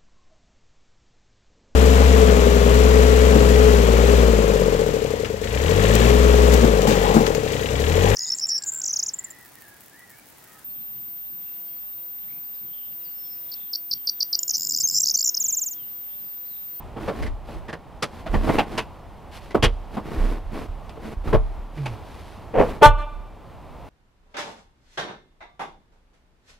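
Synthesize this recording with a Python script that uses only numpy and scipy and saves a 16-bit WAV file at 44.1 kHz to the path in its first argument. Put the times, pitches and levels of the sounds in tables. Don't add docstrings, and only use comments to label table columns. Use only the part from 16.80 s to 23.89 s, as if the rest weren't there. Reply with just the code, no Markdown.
import sys
import numpy as np
from scipy import signal
from scipy.fft import rfft, irfft, next_fast_len
from scipy.io import wavfile
from scipy.ndimage import uniform_filter1d

SR = 44100
rng = np.random.default_rng(int(sys.argv[2]) if len(sys.argv) > 2 else 0)


def unload_audio(sound):
    columns = np.transpose(np.atleast_2d(sound))
    steps = np.round(np.clip(columns, -1, 1) * 32767)
    wavfile.write(sys.argv[1], SR, steps.astype(np.int16))


N = 312678
TIME = np.arange(N) / SR


# t/s, level/dB, hardness (0 padded, 1 bare steel), seat pan f/Hz, clack f/Hz, chatter length/s
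IMPACTS = [(0.163, -32, 0.18, 305, 1300, 0.019), (0.279, -24.5, 0.37, 557, 1360, 0.019),
           (0.423, -37.5, 0.84, 310, 2090, 0.012), (0.461, -36.5, 0.7, 287, 1990, 0.018),
           (0.686, -39, 0.26, 620, 1300, 0.011), (0.881, -35.5, 0.65, 1700, 1730, 0.023),
           (0.927, -33, 0.68, 1590, 1760, 0.013), (1.223, -26, 1, 513, 1240, 0.011),
           (1.461, -31.5, 0.47, 670, 1500, 0.016), (1.538, -21, 0.35, 224, 1880, 0.016),
           (1.67, -25.5, 0.08, 294, 1280, 0.015), (1.688, -16.5, 0.1, 292, 2090, 0.013),
           (1.783, -16.5, 0.53, 825, 2690, 0.014), (1.976, -26.5, 0.93, 990, 2750, 0.017),
           (2.706, -43.5, 0.86, 360, 2070, 0.014), (2.745, -14, 0.032, 303, 1240, 0.011),
           (2.825, -18, 0.87, 455, 3120, 0.029), (3.167, -24, 0.04, 225, 1100, 0.014),
           (4.092, -50.5, 1, 436, 2700, 0.001), (4.165, -38.5, 0.05, 495, 1300, 0.015),
           (4.471, -32.5, 0.43, 220, 1300, 0.013), (4.528, -16, 0.08, 430, 1480, 0.0079),
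           (4.54, -17, 0.15, 616, 1400, 0.011), (4.972, -41.5, 0.58, 342, 2260, 0.01),
           (5.057, -32, 0.78, 875, 2480, 0.0054)]
# f/Hz, level/dB
THUD_SPECTRUM = [(50, -38), (110, 2), (220, -3.5), (450, -2), (850, -3.5), (1200, -10), (1800, -27),
                 (4000, -47)]
CLACK_SPECTRUM = [(600, -22), (1200, 4), (1900, 5), (2900, 1), (3600, -3.5), (5000, -12), (8000, -29)]
TICK_SPECTRUM = [(2500, -1), (4800, 3), (7000, -6), (11000, -9.5), (15500, -35)]

def knocks():
    out = np.zeros((2, N))
    for start, db, hardness, pan_hz, clack_hz, chatter_s in IMPACTS:
        padding = np.clip(1 - hardness, 0, 1)
        clack_db = -0.5 - 19.5 * padding ** 1.55
        tick_db = -2 - 41 * padding
        thud = struck_part(THUD_SPECTRUM, pan_hz, chatter_s, lift_db=11, t60=0.12, per_s=5000)
        clack = struck_part(CLACK_SPECTRUM, clack_hz, chatter_s, lift_db=10, t60=0.083, per_s=5000)
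        tick = struck_part(TICK_SPECTRUM, 12200, 0.87 * chatter_s, lift_db=1.5, t60=0.063, per_s=3500)
        add(out, start, amp(db) * (thud + amp(clack_db) * clack + amp(tick_db) * tick))
    return out


def struck_part(spectrum, peak_hz, chatter_s, lift_db, t60, per_s, rise_s=0.0018, peak_octaves=0.14):
    def colour_db(hz):
        detuning = np.log2((hz + 1) / peak_hz) / peak_octaves
        return read(spectrum, hz) + frame_db(hz) + lift_db / (1 + detuning ** 2)
    t = np.arange(16384) / SR
    attack = 1 - np.exp(-t / rise_s)
    decay = amp(-60 * np.maximum(t - chatter_s, 0) / t60)
    cabin_tail = amp(-30 - 60 * t / 0.54)
    sound = stereo(grains(len(t), per_s, spread_db=0.5), colour_db) * attack * (decay + cabin_tail)
    return sound / np.sqrt(np.mean(sound[:, :SR // 50] ** 2))


# f/Hz, bandwidth/Hz, lift/dB
FRAME_MODES = [(220, 19, 8.5), (326, 25, 5), (443, 27, 5.5), (616, 22, 3.5), (860, 35, 0), (1104, 97, 4.5),
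               (1470, 120, 1.5), (2040, 113, 0.5), (2720, 60, -1), (3270, 170, 2.5), (4700, 380, 1)]

def frame_db(hz):
    return sum(db / (1 + (2 * (hz - f) / width) ** 2) for f, width, db in FRAME_MODES)


# t/s, relative level/dB, push length/s
FLOOR_PUSHES = [(0.399, -24, 0.0093), (0.477, -21.5, 0.014), (0.74, -30.5, 0.017), (1.492, -20.5, 0.015),
                (1.547, -17.5, 0.0076), (2.774, -24, 0.0098), (2.832, -14, 0.0058), (3.375, -16.5, 0.017),
                (3.406, -16, 0.02), (3.637, -24, 0.016), (3.883, -26.5, 0.012), (4.366, -25, 0.011),
                (4.469, -20, 0.0077), (4.538, -12, 0.0082), (4.774, -24.5, 0.023), (5.761, -22, 0.014),
                (6.059, -11, 0.0046), (6.325, -27, 0.021)]
# f/Hz, relative level/dB, reverberation time/s
CABIN_MODES = [(34.2, 5.5, 0.58), (53, -9.5, 0.6), (67.9, 1.5, 0.31), (89.4, 0.5, 0.23), (121, 3, 0.17)]

def cabin_booms(detune=0.041, phase_spread_rad=0.71):
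    out, t = np.zeros((2, N)), np.arange(SR) / SR
    for start, db, push_s in FLOOR_PUSHES:
        modes = np.zeros((2, SR))
        for hz, mode_db, t60 in CABIN_MODES:
            mode_hz = hz * (1 + detune * rng.standard_normal())
            phase = phase_spread_rad * rng.standard_normal((2, 1))
            modes += amp(mode_db - 60 * t / t60) * np.sin(2 * np.pi * mode_hz * t + phase)
        push = np.sin(np.pi * np.minimum(t / push_s, 1)) ** 2
        add(out, start, amp(db - 2) * signal.fftconvolve(modes, push[None] / push.sum(), axes=1))
    door_leak = signal.butter(2, 22, "high", fs=SR, output="sos")
    return signal.sosfilt(door_leak, out) * pan(-2.6)


# t/s, length/s, top level/dB
RAIL_SHOVES = [(5.73, 0.077, -9.5), (6.006, 0.018, -9.5)]
# f/Hz, level/dB
JUDDER_SPECTRUM = [(80, -7.5), (260, -6.5), (380, -7), (460, 7.5), (560, -1), (800, -7), (1100, -15.5),
                   (1500, -22.5), (2600, -25.5), (3600, -42), (9000, -58.5)]

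def judder(slips_per_s=78, slip_decay_cycles=0.83, growth_db=16.5):
    slip_phase = cycles(slips_per_s, jitter=0.25, rate_hz=40) % 1
    slips = 0.55 + np.exp(-slip_phase / slip_decay_cycles)
    contacts = grains(N, 9000, spread_db=-0.5) * slips
    scrape = stereo(contacts, lambda hz: read(JUDDER_SPECTRUM, hz) + 0.5 * frame_db(hz))
    running_rms = np.sqrt(uniform_filter1d((scrape ** 2).mean(0), size=700) + 1e-6)
    speed = np.zeros(N)
    for start, length, db in RAIL_SHOVES:
        remaining = np.clip(1 - (TIME - start) / length, 0, 1)
        speed += amp(db - growth_db * remaining) * gate(start, length, attack_s=0.013, fall_db_per_s=306)
    return speed * scrape / running_rms


SQUEAL_HZ = 296.2
# t/s, length/s, level/dB
STEEL_RUBS = [(6.016, 0.045, -0.96), (6.17, 0.056, -30)]
# number, driven level/dB, ringing level/dB, driven left minus right/dB
SQUEAL_HARMONICS = [(1, -23, -56, 0), (2, -8, -34.5, 5), (3, -1.5, -29, 1), (4, -10, -28, -1.5),
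                    (5, -10.5, -37.5, -4.5), (6, -19.5, -56, -1), (7, -26.5, -51, -2), (8, -29, -41, -2),
                    (9, -25.5, -44.5, -1), (10, -24, -50, 3), (11, -22.5, -54, -4), (12, -23.5, -49, -1),
                    (14, -29.5, -61, -2)]
# f/Hz, level/dB
GRIT_SPECTRUM = [(100, -11), (350, 8), (1200, -0.5), (3300, -15), (5500, -10.5), (11000, -16.5),
                 (15500, -27)]

def squeal(ring_start_s=6.04, ring_t60=0.99, grit_db=-16.5):
    driven_cycles = cycles(SQUEAL_HZ, jitter=0.01, rate_hz=86)
    free_cycles = cycles(SQUEAL_HZ, jitter=0.00498, rate_hz=25.5)
    force = sum(amp(db) * gate(start, length, attack_s=0.016, fall_db_per_s=557)
                for start, length, db in STEEL_RUBS)
    ring_age = np.maximum(TIME - ring_start_s, 0)
    ring = (1 - np.exp(-ring_age / 0.01)) * amp(-60 * ring_age / ring_t60)
    tone = np.zeros((2, N))
    for k, driven_db, ring_db, pan_db in SQUEAL_HARMONICS:
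        offset = rng.random() + 0.058 * np.log(k) * wander(41)
        offset = offset + 0.019 * k * rng.uniform(-0.35, 1, (2, 1))
        driven_gain = force * amp(driven_db + 1.25 * np.log(k) * wander(45))
        ring_gain = ring * amp(ring_db + 4 * wander(25))
        tone += pan(pan_db) * driven_gain * np.sin(2 * np.pi * (k * driven_cycles + offset))
        tone += ring_gain * np.sin(2 * np.pi * (k * free_cycles + offset))
    grit = stereo(grains(N, 9000, spread_db=-0.5), lambda hz: read(GRIT_SPECTRUM, hz))
    return tone + amp(grit_db) * force ** 1.24 * grit


def rebound(start_s=6.172, db=-29, swell_s=0.031, harmonic=4):
    age = np.maximum(TIME - start_s, 0) / swell_s
    swell = age ** 2 * np.exp(1 - age ** 2)
    return amp(db) * swell * np.sin(2 * np.pi * harmonic * SQUEAL_HZ * TIME)


# start t/s, end t/s, pressure level/dB
CLOTH_STROKES = [(0.171, 0.337, -35.5), (0.313, 0.507, -36.5), (0.64, 0.808, -43), (1.285, 1.457, -45.5),
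                 (1.453, 1.693, -35.5), (1.621, 1.855, -26.5), (1.844, 2.056, -36), (2.586, 2.725, -58),
                 (3.096, 3.232, -42.5), (3.222, 3.61, -32.5), (3.706, 3.877, -34.5), (4.191, 4.363, -38),
                 (4.436, 4.537, -35), (4.907, 5.22, -49), (5.174, 5.665, -53.5), (5.75, 5.999, -34)]
# f/Hz, level/dB
RUB_SPECTRUM = [(40, 3.5), (120, 0), (280, 2.5), (480, -2.5), (800, -5.5), (1400, -14), (2300, -17.5),
                (4500, -39.5)]
HISS_SPECTRUM = [(500, -14), (1500, 9.5), (2500, 8), (4500, 4), (7000, -5.5), (12000, -4.5), (15500, -22)]

def rustle(touch_db=-56.5, pressed_hiss_db=-18.5, catch_db=1.23, rumble_db=-7):
    rub_gain = np.zeros(N)
    hiss_gain = amp(-47) * stroke_speed(2.511, 2.6)
    for start, end, pressure_db in CLOTH_STROKES:
        speed = stroke_speed(start, end)
        rub_gain += amp(pressure_db) * speed
        hiss_gain += np.hypot(amp(touch_db), amp(pressure_db + pressed_hiss_db)) * speed
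    rub = stereo(grains(N, 1500, spread_db=0), lambda hz: read(RUB_SPECTRUM, hz) + frame_db(hz))
    hiss = stereo(grains(N, 12000, spread_db=1), lambda hz: read(HISS_SPECTRUM, hz))
    floor_spectrum = [(30, 0), (70, 4), (130, -2.5), (260, -43)]  # f/Hz, level/dB
    rumble = stereo(rng.standard_normal((2, N)), lambda hz: read(floor_spectrum, hz))
    catching = amp(catch_db * wander(23))
    return (rub_gain * rub + hiss_gain * hiss) * catching + amp(rumble_db) * rub_gain * rumble


def stroke_speed(start, end):
    progress = np.clip((TIME - start) / (end - start), 0, 1)
    return np.sqrt(2) * abs(np.sin(np.pi * progress)) ** 0.83


def groan(start_s=4.962, length_s=0.215, hz=155, sag_hz_per_s=255, attack_s=0.047, release_s=0.05):
    t = np.clip(TIME - start_s, 0, length_s)
    phase = 2 * np.pi * np.cumsum(hz - sag_hz_per_s * t) / SR
    tone = np.sin(phase) + amp(-25) * (np.sin(2 * phase) + np.sin(3 * phase))
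    envelope = np.minimum(t / attack_s, 1) * np.minimum((length_s - t) / release_s, 1)
    return np.sqrt(2) * amp(-23.5 - 63 * t) * envelope * tone * pan(-2.4)


# f/Hz, level/dB
STREET_SPECTRUM = [(15, -6), (33, 5.5), (65, 5.5), (110, -0.5), (170, -5), (260, -8), (480, -9.5),
                   (700, -7), (1000, -9.5), (1600, -22.5), (2800, -26.5), (6500, -40), (10000, -41),
                   (15500, -43)]

def street(db=-40.5, swell_db=1.42):
    gain = amp(db + swell_db * wander(2.5))
    return gain * stereo(rng.standard_normal((2, N)), lambda hz: read(STREET_SPECTRUM, hz))


# f/Hz, correlation
PORT_CORRELATION = [(30, 0.5), (65, 0.54), (150, 0.86), (500, 0.73), (1200, 1), (4000, 0.95), (6500, 0.63),
                    (10000, 0.27), (14000, 0)]
# f/Hz, left minus right/dB
PORT_BALANCE = [(40, -1.6), (250, -1.8), (500, -1.1), (1000, -0.3), (2500, -0.19), (12000, 0.3)]

def stereo(pair, colour_db):
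    size = pair.shape[1]
    hz = np.fft.rfftfreq(size, 1 / SR)
    first, second = rfft(pair)
    correlation = np.clip(read(PORT_CORRELATION, hz), -1, 1)
    mid, side = first * np.sqrt(1 + correlation), second * np.sqrt(1 - correlation)
    lean = amp(read(PORT_BALANCE, hz) / 2)
    spectra = np.array([(mid + side) * lean, (mid - side) / lean])
    return unit_rms(irfft(spectra * amp(colour_db(hz)), size))


def grains(size, per_s, spread_db):
    strength = amp(spread_db * np.minimum(rng.exponential(1, size), 4))
    occurs = rng.random(size) < per_s / SR
    return unit_rms(rng.standard_normal((2, size)) * strength * occurs)


def wander(rate_hz, step=16):
    size = next_fast_len(N // step + 2)
    hz = np.fft.rfftfreq(size, step / SR)
    drift = irfft(rfft(rng.standard_normal(size)) / (1 + (hz / rate_hz) ** 4), size)
    return unit_rms(np.interp(np.arange(N) / step, np.arange(size), drift))


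def cycles(hz, jitter, rate_hz):
    return np.cumsum(hz * (1 + jitter * wander(rate_hz))) / SR


def gate(start, length, attack_s, fall_db_per_s):
    t = TIME - start
    return np.clip(t / attack_s, 0, 1) ** 2 * amp(-fall_db_per_s * np.maximum(t - length, 0))


def amp(db):
    return 10 ** (np.asarray(db) / 20)


def pan(db):
    return amp([[db / 2], [-db / 2]])


def unit_rms(x):
    return x / np.sqrt(np.mean(x ** 2) + 1e-20)


def read(points, hz):
    f, value = np.transpose(points)
    return np.interp(np.log(hz + 1), np.log(f + 1), value)


def add(mix, start_s, sound):
    part = mix[:, round(start_s * SR):][:, :sound.shape[-1]]
    part += sound[..., :part.shape[1]]


def scene():
    rocking = knocks() + cabin_booms() + rustle()
    shoving = judder() + squeal() + rebound()
    return rocking + shoving + groan() + street()


def record(dry, ceiling=0.98, cutoff_hz=15750):
    flattened = dry / (1 + (dry / ceiling) ** 8) ** (1 / 8)
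    low_pass = signal.firwin(511, cutoff_hz, window=("kaiser", 9), fs=SR)
    return signal.oaconvolve(flattened, low_pass[None], "same", axes=1)


dry = scene()
out = record(dry)
unload_audio(out)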